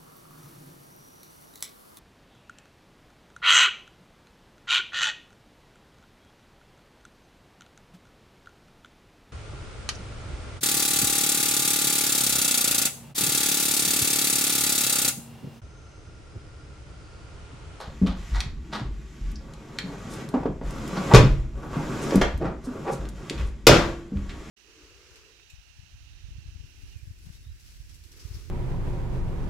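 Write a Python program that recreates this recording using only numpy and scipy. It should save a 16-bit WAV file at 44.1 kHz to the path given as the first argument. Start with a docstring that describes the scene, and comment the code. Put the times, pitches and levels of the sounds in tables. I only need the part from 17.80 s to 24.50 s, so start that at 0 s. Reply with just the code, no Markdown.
"""Inside a stripped van, heard from the rear doors, a thick rubber mat is pushed open over the floor.
Rubber drags, cloth swishes, and soles scuff and tick; knees, shoes and the roll thud on the ribbed
steel and rock the van. A loose bit of metal clinks, and twice the mat slaps down hard.
The floor rings, the bare cabin adds a short, boxy echo, and the slaps overload the microphone."""
import sys
import numpy as np
from scipy import signal
from scipy.fft import rfft, irfft, next_fast_len
from scipy.io import wavfile

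SR = 44100
rng = np.random.default_rng(int(sys.argv[2]) if len(sys.argv) > 2 else 0)


def log_audio(samples):
    """Write samples as a 16-bit WAV file to the path given in sys.argv[1]."""
    # one column per channel
    frames = np.atleast_2d(samples).T
    # limit to full scale, then quantise
    limited = np.clip(frames, -1, 1)
    pcm = np.round(limited * 32767).astype(np.int16)
    wavfile.write(sys.argv[1], SR, pcm)


N = 295470
TIME = np.arange(N) / SR
SHORT = 2 ** 15  # samples in one event or echo
LEFT_RIGHT = np.array([[1], [-1]])


def undb(db):
    """Turn decibels into a volume factor."""
    return 10 ** (np.asarray(db) / 20)


def unit(x):
    """Scale a sound to an average strength (rms) of one."""
    return x / np.sqrt(np.mean(x ** 2))


def read(points, hz):
    """Look up a value between (frequency, value) points, with octaves evenly spaced."""
    point_hz, value = np.transpose(points)
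    return np.interp(np.log(hz), np.log(point_hz), value)


def colour(x, points):
    """Turn each frequency up or down along a tone curve."""
    size = next_fast_len(len(x))
    hz = np.maximum(np.fft.rfftfreq(size, 1 / SR), 1)
    return irfft(rfft(x, size) * undb(read(points, hz)), size)[:len(x)]


def band(x, hz, width_hz):
    """Keep only the frequencies around hz."""
    low = np.hypot(hz, width_hz / 2) - width_hz / 2
    return signal.sosfilt(signal.butter(2, [low, low + width_hz], "band", fs=SR, output="sos"), x)


def swell(rise, fade):
    """Loudness of one event: it rises smoothly, then drops 60 dB every `fade` seconds."""
    t = TIME[:SHORT]
    onset = np.sin(np.pi / 2 * np.minimum(t / rise, 1)) ** 2
    return onset * np.exp(-np.log(1000) * np.maximum(t - rise, 0) / fade)


def add(track, start, sound):
    """Mix a short sound into a track at `start` seconds."""
    i = int(start * SR)
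    track[..., i:i + SHORT] += sound[..., :N - i]


def wander(rate):
    """Glide to a new random value `rate` times a second."""
    return np.interp(TIME * rate, np.arange(2000), rng.standard_normal(2000))


def slips(rate, spread_db, size=SHORT):
    """Friction is a stream of tiny slips of uneven size, about `rate` a second."""
    chance, strength = rng.random(size), rng.standard_normal(size)
    at = np.flatnonzero(chance < rate / SR)
    out = np.zeros(size)
    out[at] = (-1.) ** at * undb(spread_db * strength[at])
    return out


# short rubs: (time [s], level [dB], pitch [Hz], rise [s], fade [s], grit compared with the rub [dB])
SCUFFS = [(0, -37.5, 790, 0.0013, 0.34, -6), (.259, -36, 814, 0.0067, 0.3, -3.5),
          (.527, -36, 1290, .03, 0.3, -5.5), (0.913, -33.5, 910, 0.032, 0.28, -3.5),
          (2.536, -26, 520, 0.0018, 0.2, -35), (2.631, -27.5, 600, 0.0011, 0.042, -30),
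          (2.654, -28, 594, 0.0061, 0.054, -40), (2.811, -39.5, 610, 0.0018, 0.16, -39),
          (3.155, -29.5, 836, 0.021, 0.092, -9.5), (3.297, -20, 615, 0.028, 0.12, -47),
          (3.828, -41.5, 830, 0.0034, 0.2, -21), (3.931, -34, 715, 0.0025, 0.51, -38),
          (4.304, -31.5, 1400, .004, 0.041, -5), (4.319, -22.5, 350, 0.0031, 0.1, -30),
          (4.415, -18, 1670, .002, 0.049, -42), (4.597, -29, 417, 0.025, 0.32, -44),
          (4.636, -31, 910, 0.017, 0.2, -25), (5.033, -26, 520, 0.062, 0.081, -52),
          (5.577, -40.5, 1810, 0.0021, 0.26, -17), (6.493, -42, 2160, 0.0013, 0.15, -20.5)]

def scuffs():
    """A sole, cloth or rubber slips briefly along the floor, with grit hissing above the rub."""
    out = np.zeros(N)
    for start, db, hz, rise, fade, grit_db in SCUFFS:
        friction = slips(3000, spread_db=4.8)
        rub = unit(band(friction, hz, width_hz=1.09 * hz))
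        grit = undb(grit_db) * unit(band(friction, hz=3320, width_hz=2030))
        add(out, start, undb(db) * (rub + grit) * swell(rise, fade))
    return out


# brushes over the mat: (time [s], level [dB], rise [s])
SWISHES = [(0, -50, 0.0024), (2.271, -48, 0.072), (4.202, -45, 0.033), (4.828, -52.5, 0.027),
           (5.101, -44, 0.034), (5.65, -57, 0.021)]

def swishes():
    """Cloth and hands brush the rubber with a bright hiss."""
    out = np.zeros(N)
    for start, db, rise in SWISHES:
        hiss = unit(band(slips(6000, spread_db=4.2), hz=6500, width_hz=5800))
        add(out, start, undb(db) * hiss * swell(rise, fade=0.13))
    return out


# slides of the mat, a shoe or a trouser leg, with the strengths they reach before dragging() mixes them:
# (start [s], end [s], rubbing [dB], flexing [dB], hiss [dB])
PUSHES = [(0.018, 0.245, -73, -58, -63.5), (0.33, 0.612, -73, -61, -55.5), (0.807, 1.008, -64, -39.5, -66),
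          (1.083, 1.515, -71, -62, -62), (1.574, 2.144, -45, -44.5, -59.5),
          (2.14, 2.416, -42, -38.5, -54.5), (2.4, 2.613, -51, -37, -66), (2.812, 3.35, -33.5, -30, -47.5),
          (3.73, 3.943, -43, -39.5, -63), (3.882, 4.36, -32, -28.5, -47), (4.567, 4.69, -56, -32.5, -83),
          (4.8, 5.14, -41.5, -38, -59), (5.168, 5.232, -43.5, -41, -61), (5.316, 5.623, -45.5, -40, -57),
          (6.32, 6.7, -49.5, -42.5, -59)]

def pushes(onset_s=0.045, grow_db_per_s=22, stop_db_per_s=190):
    """Strength of rubbing, flexing and hiss: each push gathers speed, then stops."""
    resting = undb([-65, -47, -70])  # what goes on between moves
    power = resting[:, None] ** 2 * np.ones(N)
    for start, end, *levels_db in PUSHES:
        onset = np.clip((TIME - start) / onset_s, 0, 1)
        speed = onset * undb(np.minimum(grow_db_per_s * (TIME - end), stop_db_per_s * (end - TIME)))
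        power += np.outer(undb(levels_db), speed) ** 2
    settling = np.outer(undb([-24.5, -19.5, -38]), swell(rise=0.032, fade=0.64))
    for start, db, *_ in SLAPS:  # the mat creeps into place after each slap
        add(power, start, (undb(db) * settling) ** 2)
    return np.sqrt(power)


# tone curves of rubber flexing, rubbing and hissing: (frequency [Hz], level [dB])
FLEX_TONE = [(50, -50), (100, -6.5), (150, -2), (210, -0.5), (290, -11), (400, -12), (600, -50),
             (1500, -88)]
RUB_TONE = [(200, 9), (450, 9), (620, 7), (800, 1), (1100, 4), (1600, -0.5), (2400, -42), (4000, -24),
            (9000, -28)]
HISS_TONE = [(800, 1.5), (2000, 4), (3200, 0.5), (4300, -3.5), (5500, -2.5), (7400, -2.5), (8400, -12.5),
             (12300, -16.5), (14000, -33), (16000, -35)]

def dragging():
    """The roll flops over the ribs, and its rubber rubs and hisses along the paint."""
    rub_strength, flex_strength, hiss_strength = pushes()
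    grip = undb(1.5 * wander(rate=28))  # the rubber catches and lets go
    hiss = hiss_strength * unit(colour(slips(14000, spread_db=4, size=N), HISS_TONE))
    flex = flex_strength * unit(colour(slips(300, spread_db=2.9, size=N), FLEX_TONE))
    rub = rub_strength * grip * unit(colour(slips(1200, spread_db=2.3, size=N), RUB_TONE))
    return undb(-4) * flex + undb(-3) * rub + undb(5) * hiss


# soft blows of knees, shoes and the roll: (time [s], level [dB], pitch [Hz], fade [cycles])
THUDS = [(0.075, -29.5, 63, 7.9), (0.215, -15, 181.4, 52), (0.222, -18.5, 69, 8.1), (0.515, -22, 51, 22),
         (0.66, -23, 67, 6.7), (1.013, -24.5, 116, 8.9), (1.051, -26, 50, 10), (1.41, -26, 42.6, 16),
         (2.038, -30.5, 173.5, 90), (2.54, -16, 244, 12), (2.656, -12.5, 320, 4.8), (2.692, -20, 163, 5.5),
         (2.814, -20, 257, 1.6), (2.835, -29.5, 39.8, 23), (3.176, -27, 182, 57), (3.336, 0, 118.5, 12.8),
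         (3.345, -5, 385, 18), (3.385, -21, 41.2, 12), (3.39, -9.5, 116, 14), (3.436, -13, 131, 35),
         (3.966, -18.5, 155, 22), (4.346, -12.5, 296, 17), (4.356, -7.5, 186, 14.6),
         (4.361, -21.5, 41.7, 6.3), (4.541, -21, 62.6, 20), (4.872, -27, 246, 20), (4.954, -31, 381, 29),
         (5.12, -28.5, 138, 20), (5.188, -32, 51.6, 42), (5.508, -28, 308, 24), (5.553, -25, 60, 5.9),
         (5.594, -23, 61.6, 16), (5.87, -10, 335, 50), (5.87, -23, 42, 13), (5.893, -6, 541, 37),
         (5.904, -15.5, 87, 16), (6.319, -29, 199.5, 62), (6.357, -20, 73, 13.5)]

def thuds(sag=0.12, sag_s=0.0075, rise_cycles=0.41, ribs_db=-11):
    """A padded blow swings one patch of floor; the pitch sags as weight settles on it."""
    out = np.zeros(N)
    for start, db, hz, cycles in THUDS:
        pitch = hz * (1 + sag * np.exp(-TIME[:SHORT] / sag_s))
        swing = np.sin(2 * np.pi * np.cumsum(pitch) / SR)
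        ribs = unit(band(rng.standard_normal(SHORT), hz, width_hz=0.91 * hz))  # nearby ribs shake too
        loudness = undb(db) * swell(rise_cycles / hz, cycles / hz)
        add(out, start, loudness * (swing + undb(ribs_db) * ribs))
    return out


# tone curve of the van's rumble: (frequency [Hz], level [dB])
ROCK_TONE = [(20, -0.5), (38, 5), (60, 7.5), (90, -10), (140, -22), (400, -108)]

def rocking(rest_db=-55, blow_db=-10.5, deep_hz=50):
    """Shifting weight rocks the van after every thud, more after the deep ones."""
    power = np.full(N, undb(rest_db) ** 2)
    for start, db, hz, _ in THUDS:
        sway = undb(db + blow_db) * deep_hz / hz * swell(rise=0.024, fade=0.98)
        add(power, start, sway ** 2)
    return np.sqrt(power) * unit(colour(slips(400, spread_db=1.2, size=N), ROCK_TONE))


def snap(hz, width_hz, fade):
    """A hard contact makes one sharp click with a brief crunch behind it."""
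    crunch = undb(5) * slips(9000, spread_db=1.2) * swell(0.00025, fade)
    crunch[0] += undb(15)  # the click
    return band(crunch, hz, width_hz)


# sharp little hits: (time [s], level [dB], pitch [Hz])
TICKS = [(.271, -23.5, 2430), (.605, -15, 3270), (1.516, -46, 7300), (1.737, -38.5, 4430),
         (1.987, -12.5, 2470), (2.4894, -36, 5700), (2.908, -37.5, 6500), (3.078, -36, 7000),
         (4.357, -24.5, 6600), (4.5766, -43.5, 7500), (5.254, -32, 2200), (5.289, -35.5, 5500),
         (5.4978, -15.5, 3080), (6.371, -35, 1800), (6.492, -46, 2740)]

def ticks():
    """Soles and grit snap against the steel and die away at once."""
    out = np.zeros(N)
    for start, db, hz in TICKS:
        add(out, start, undb(db) * snap(hz, width_hz=1.2 * hz, fade=0.024))
    return out


def clink(start=1.557, db=-27.5):
    """One small loose piece of metal rings, purer and longer than a tick."""
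    out = np.zeros(N)
    add(out, start, undb(db) * snap(hz=5160, width_hz=1200, fade=0.057))
    return out


# the mat falls flat twice, in several hits, with a lighter flap in between:
# (time [s], level [dB], rise [s], fade [s], dull above [Hz], into the cabin [dB], left minus right [dB])
SLAPS = [(3.336, -15.5, 0.0023, 0.058, 3540, 0.5, 5.5), (3.3464, -9, 0.00037, 0.13, 4300, -3.5, 1.5),
         (4.412, -20, 0.0028, 0.076, 1910, 0.5, 1), (5.868, -1.5, 0.00031, 0.051, 13600, -1, 2.5),
         (5.892, -14, 0.0016, 0.062, 1456, -1.5, 1), (5.911, -19, 0.0016, 0.31, 1940, 2.5, 3)]
# tone curve of rubber hitting steel: (frequency [Hz], level [dB])
SLAP_TONE = [(30, -46), (100, 2), (180, -10), (350, -2.5), (560, 1.5), (800, -5.5), (1400, -4),
             (2200, -7.5), (3000, -7.5), (4200, -8.5), (6500, -8.5), (9000, -19), (12000, -17.5),
             (16000, -35)]

def slaps():
    """The mat lands patch after patch in a flash; gives the direct sound and what fills the cabin."""
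    direct, spread = np.zeros((2, 2, N))
    for start, db, rise, fade, dull_hz, cabin_db, pan_db in SLAPS:
        patches = colour(slips(9000, spread_db=4.9), SLAP_TONE)
        patches = signal.sosfilt(signal.butter(1, dull_hz, fs=SR, output="sos"), patches)
        crack = undb(db + LEFT_RIGHT * pan_db / 2) * unit(patches) * swell(rise, fade)
        add(direct, start, crack)
        add(spread, start, crack * undb(cabin_db))
    return direct, spread


# notes at which the floor and cabin ring: (pitch [Hz], boost at that pitch [dB], fade [s])
FLOOR_NOTES = [(38.7, -5, 0.88), (53.6, -5.5, 0.86), (67.8, -16.5, 0.6), (123, -1, 1), (128.2, 6.5, 0.38),
               (138.5, 7, 0.6), (157, -8, 0.79), (197.9, 3, 0.5), (218, -1, 0.25), (275, 9.5, 0.4),
               (339, 5.5, 0.97), (419, 2, 0.41), (462.4, 10.5, 0.16), (470, -17, 0.43), (531.6, 10, 0.55),
               (597, 4, 0.13), (640, 8.5, 0.84)]

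def floor_ring(x):
    """A sound shakes the steel floor, which rings on at its own fading notes."""
    t, ring = TIME[:SHORT], np.zeros(SHORT)
    for hz, db, fade in FLOOR_NOTES:
        damping = np.log(1000) / fade
        note = np.exp(-damping * t) * np.cos(2 * np.pi * hz * t)
        ring += undb(db) * 2 * damping / SR * note
    return signal.oaconvolve(x, ring)[:N]


# how long the cabin echoes: (frequency [Hz], fade [s])
ECHO_FADE = [(60, 0.4), (200, 0.15), (500, 0.36), (1500, 0.31), (4000, 0.35), (8000, 0.19), (14000, 0.042)]
# tone curve of the echo: (frequency [Hz], level [dB])
ECHO_TONE = [(40, 0.5), (130, -1), (300, 5), (600, 2.5), (2000, 3), (6000, -2.5), (12000, 0.5)]
# stereo width of the echo: (frequency [Hz], what differs between the ears against what they share [dB])
ECHO_WIDTH = [(40, -9.5), (130, -17), (300, -12), (600, -7), (2000, -4.5), (12000, -1.5)]

def cabin_echo(x, build_s=0.0026):
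    """Sound from one spot bounces between the bare walls; the highest treble dies first."""
    hz = np.maximum(np.fft.rfftfreq(SHORT, 1 / SR), 1)
    shared, differing = np.sqrt(SHORT) * np.exp(2j * np.pi * rng.random((2, len(hz))))
    spectrum = shared + LEFT_RIGHT * differing * undb(read(ECHO_WIDTH, hz))
    spectrum *= undb(read(ECHO_TONE, hz))
    echo = np.zeros((2, SHORT))
    for centre_hz in 32 * 2 ** np.arange(10):
        octave = np.maximum(1 - np.abs(np.log2(hz / centre_hz)), 0)
        loudness = swell(build_s, read(ECHO_FADE, centre_hz))
        echo += irfft(spectrum * octave, SHORT) * loudness / np.linalg.norm(loudness)
    return signal.oaconvolve(np.atleast_2d(x), echo, axes=1)[:, :N]


def moving_echo(x, spots=4, hops_per_s=55):
    """The contact hops between spots along the mat, each with its own path to the walls."""
    shares = np.array([wander(hops_per_s) for _ in range(spots)]) ** 2 + 0.0083  # never quite zero
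    shares /= np.linalg.norm(shares, axis=0)
    return sum(cabin_echo(x * share) for share in shares)


def scene():
    """Every contact is heard directly and off the walls; all but the ticks and clink ring the floor."""
    thud = thuds()
    scuff = scuffs() + swishes()
    tick = ticks() + clink()
    drag = dragging() + rocking()
    slap, slap_spread = slaps()
    direct = thud + slap + tick + undb(-1) * scuff + undb(1) * drag
    into_floor = undb(-3) * thud + undb(0.5) * slap_spread.mean(axis=0) + undb(-8.5) * (scuff + drag)
    into_cabin = slap_spread + undb(-5) * scuff + undb(-4.5) * tick + undb(-0.5) * drag
    boom = undb(-3.5) * cabin_echo(thud)  # a thud stays on one spot
    return direct + floor_ring(into_floor) + boom + moving_echo(into_cabin)


def record(dry, dull_hz=13500, top_hz=15700):
    """The microphone dulls the highest treble, flattens the biggest peaks and cuts the top."""
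    dull = signal.sosfilt(signal.butter(3, dull_hz, fs=SR, output="sos"), dry)
    flattened = dull / (1 + dull ** 8) ** (1 / 8)
    return signal.sosfilt(signal.ellip(8, .2, 80, top_hz, fs=SR, output="sos"), flattened)


dry = scene()
out = record(dry)
log_audio(out)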